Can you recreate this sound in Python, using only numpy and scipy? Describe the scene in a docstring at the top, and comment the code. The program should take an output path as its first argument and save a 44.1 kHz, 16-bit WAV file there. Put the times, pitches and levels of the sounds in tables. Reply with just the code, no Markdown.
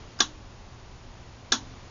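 """At an instrument bench in a room, a rotary selector knob is turned two steps.
Each time the detent spring snaps into its notch, and the blow swells and dies as decaying sines, the case modes.
A dense rattle and the room follow as coloured noise; faint friction scrapes, noise in resonators, lie by the snaps.
Mains hum (wavering sines), room rumble and microphone hiss (coloured noise) lie underneath."""
import sys
import numpy as np
from scipy import signal
from scipy.fft import rfft, irfft
from scipy.io import wavfile

SR = 44100
rng = np.random.default_rng(int(sys.argv[2]) if len(sys.argv) > 2 else 0)


def materialize(psi):
    """Save the field psi as 16-bit PCM at rate SR to the path in sys.argv[1].

    A 1-D psi becomes a single channel; in a 2-D psi each row is a channel.
    """
    bounded = np.clip(np.atleast_2d(psi).T, -1, 1)
    quanta = np.round(bounded * 32767).astype(np.int16)
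    wavfile.write(sys.argv[1], SR, quanta)


N = 83790


def from_db(db):
    """Amplitude ratio of a level in dB."""
    return 10 ** (np.asarray(db) / 20)


def rms_one(x):
    """Scale to rms 1."""
    return x / np.sqrt(np.mean(x ** 2) + 1e-20)


def drift(rate_hz):
    """Slow random curve of rms 1: noise through two equal low-pass poles, run at SR / 40."""
    step = 40
    pole = np.exp(-2 * np.pi * rate_hz * step / SR)
    noise = rng.standard_normal(N // step + 2002)
    slow = signal.lfilter([1], [1, -2 * pole, pole ** 2], noise)[2000:]  # settled part
    return np.interp(np.arange(N) / step, np.arange(len(slow)), rms_one(slow))


def coloured(spectrum):
    """Noise of rms 1, its spectrum interpolated in dB over log frequency."""
    hz, db = np.transpose(spectrum)
    bins_hz = np.arange(1, N // 2 + 2) * SR / N
    gain = from_db(np.interp(np.log(bins_hz), np.log(hz), db))
    return rms_one(irfft(rfft(rng.standard_normal(N)) * gain, N))


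def ring(drive, hz, t60_s):
    """Two-pole resonator: a unit click sets a decaying sine of height 1 ringing."""
    r, w = from_db(-60 / (t60_s * SR)), 2 * np.pi * hz / SR
    return signal.lfilter([0, np.sin(w)], [1, -2 * r * np.cos(w), r * r], drive + 1e-18)


# Mains hum. Each row: frequency in Hz, level in dB rms about which it wavers.
HUM = [(120, -57.5), (240, -69.5), (360, -70), (540, -72.5)]
HUM_WAVER_DB, HUM_WAVER_HZ = 2.5, 7.4


def hum():
    """Transformer hum: sines on multiples of the mains, each wavering in level on its own."""
    t = np.arange(N) / SR
    total = np.zeros(N)
    for hz, db in HUM:
        amplitude = np.sqrt(2) * from_db(db + HUM_WAVER_DB * drift(HUM_WAVER_HZ))
        total += amplitude * np.sin(2 * np.pi * (hz * t + rng.random()))
    return total


# Colour of rumble and hiss. Each row: frequency in Hz, relative density in dB per Hz.
FLOOR = [(12, -17), (20, 3), (123, -3), (146, -12.5), (178, -9.5), (300, -13), (506, -16.5), (942, -15.5),
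         (1590, -22.5), (6080, -28), (7050, -28.5), (7600, -82), (9880, -78.5), (16700, -120)]
# Their course. Each row: time in seconds, level in dB rms.
FLOOR_LEVEL = [(0, -44.5), (0.402, -47), (1.452, -46.5), (1.7, -44.5), (1.9, -45.5)]


def floor():
    """Room rumble and microphone hiss: coloured noise whose level moves slightly."""
    time_s, level_db = np.transpose(FLOOR_LEVEL)
    return from_db(np.interp(np.arange(N) / SR, time_s, level_db)) * coloured(FLOOR)


# Scrapes of the detent. Each row: start in seconds, length in seconds, level in dB of the noise
# driving the resonance, resonance in Hz, its t60 in seconds.
SLIPS = [(0.1883, .004, -49, 5000, .008), (.189, 0.016, -50, 1545, .012), (0.192, 0.0081, -53, 6580, .01),
         (1.521, .002, -39, 2500, .002)]


def slip():
    """Friction: short noise bursts with half-sine envelopes, each driving one resonance."""
    t = np.arange(N) / SR
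    total = np.zeros(N)
    for start_s, length_s, db, hz, t60_s in SLIPS:
        envelope = np.sin(np.pi * np.clip((t - start_s) / length_s, 0, 1))
        total += ring(from_db(db) * rng.standard_normal(N) * envelope, hz, t60_s)
    return total


# Detent snaps. Each row: start in seconds, level in dB added to every mode, drive level of the tail in dB.
SNAPS = [(.2022, -15.5, -18), (1.5188, -16, -16.5)]
# Switch and case modes. Each row: frequency in Hz, relative level in dB in the first snap,
# the same in the second, time to the peak of the swell in seconds, t60 after it in seconds.
CASE = [(236.3, -21.5, -15.5, 0.022, 0.093), (262, -35, -26, 0.04, 0.48), (308, -31.5, -32.5, 0.054, 0.57),
        (364, -8, -9.5, 0.0029, 0.035), (3860, -24, -24.5, 0.026, 0.14), (766, -7, -17, 0.005, 0.029),
        (896, -41, -22, 0.0084, 0.21), (1171, -7, -13.5, 0.0083, 0.033), (1104, -16.5, -13, 0.013, 0.11),
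        (1371, -14, -14.5, .008, 0.042), (1625, -1.5, -3, 0.0073, 0.016),
        (2114, -13.5, -20.5, 0.0031, 0.039), (2470, -10.5, -13.5, 0.0037, 0.016),
        (3057, -3, -6.5, 0.0027, 0.013), (3396, -10, -10.5, .012, 0.076), (3597, 3.2, 2.1, 0.0062, 0.0067),
        (3926, -3.5, -4.5, 0.0034, .02), (4250, -7.5, -4.5, .004, 0.031), (4600, -3.5, -8, 0.0058, 0.011),
        (4930, -5.5, -9.5, .005, 0.022), (5360, -6, -4.5, 0.0057, 0.028), (5547, -16, -12.5, 0.013, 0.056),
        (5690, -2, -8.5, 0.0056, .02), (6090, -2, -1.5, 0.0068, 0.0088), (6720, -1, -5, .0035, 0.011),
        (7320, -10, -10.5, 0.002, .02)]


def switch():
    """The blow reaches switch and case: each mode swells as sin squared, then dies exponentially."""
    out, t = np.zeros(N + SR), np.arange(SR // 2) / SR
    for k, (start_s, snap_db, _) in enumerate(SNAPS):
        start = int(start_s * SR)
        for hz, *mode_db, peak_s, t60_s in CASE:
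            rise = np.sin(np.pi / 2 * t / peak_s) ** 2
            decay = from_db(-60 * np.maximum(t - peak_s, 0) / t60_s)
            swell = np.where(t < peak_s, rise, decay)
            tone = np.sin(2 * np.pi * (hz * t + rng.random()))
            out[start:start + len(t)] += from_db(snap_db + mode_db[k]) * swell * tone
    return out[:N]


# Colour of the dense tail. Each row: frequency in Hz, relative density in dB per Hz.
TAIL = [(88, -42), (150, -16.5), (289, -3.5), (540, -16), (814, -7.5), (1110, -5), (1760, -7),
        (2080, -19.5), (3080, -8), (3450, -3), (5040, -11.5), (5470, -7.5), (6560, -5), (6890, -8.5),
        (7600, -47), (9880, -76), (16700, -120)]
TAIL_RISE_S, TAIL_T60_S = 0.0076, 0.13
ROOM_DB, ROOM_T60_S = -30.5, 0.45  # dB relative to the rattle


def tail():
    """Modes and echoes too many to count: coloured noise rises, then dies in a fast and a slow decay."""
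    level = np.zeros(N)
    for start_s, _, db in SNAPS:
        t = np.maximum(np.arange(N) / SR - start_s, 0)
        rise = 1 - np.exp(-(t / TAIL_RISE_S) ** 2)
        rattle = from_db(-60 * t / TAIL_T60_S)
        room = from_db(ROOM_DB - 60 * t / ROOM_T60_S)
        level += from_db(db) * rise * (rattle + room)
    return level * coloured(TAIL)


def scene():
    """Sum of all layers, one channel."""
    return (hum() + floor() + slip() + switch() + tail())[None]


ROLLOFF_HZ, CUTOFF_HZ = 7600, 7849  # -3 dB point; stopband edge


def record(dry):
    """The treble rolls off in a Butterworth low-pass, then a steep Chebyshev one cuts the top by 32 dB."""
    rolloff = signal.butter(6, ROLLOFF_HZ, fs=SR, output="sos")
    cutoff = signal.cheby2(10, 32, CUTOFF_HZ, fs=SR, output="sos")
    return signal.sosfilt(cutoff, signal.sosfilt(rolloff, dry))


dry = scene()
out = record(dry)
materialize(out)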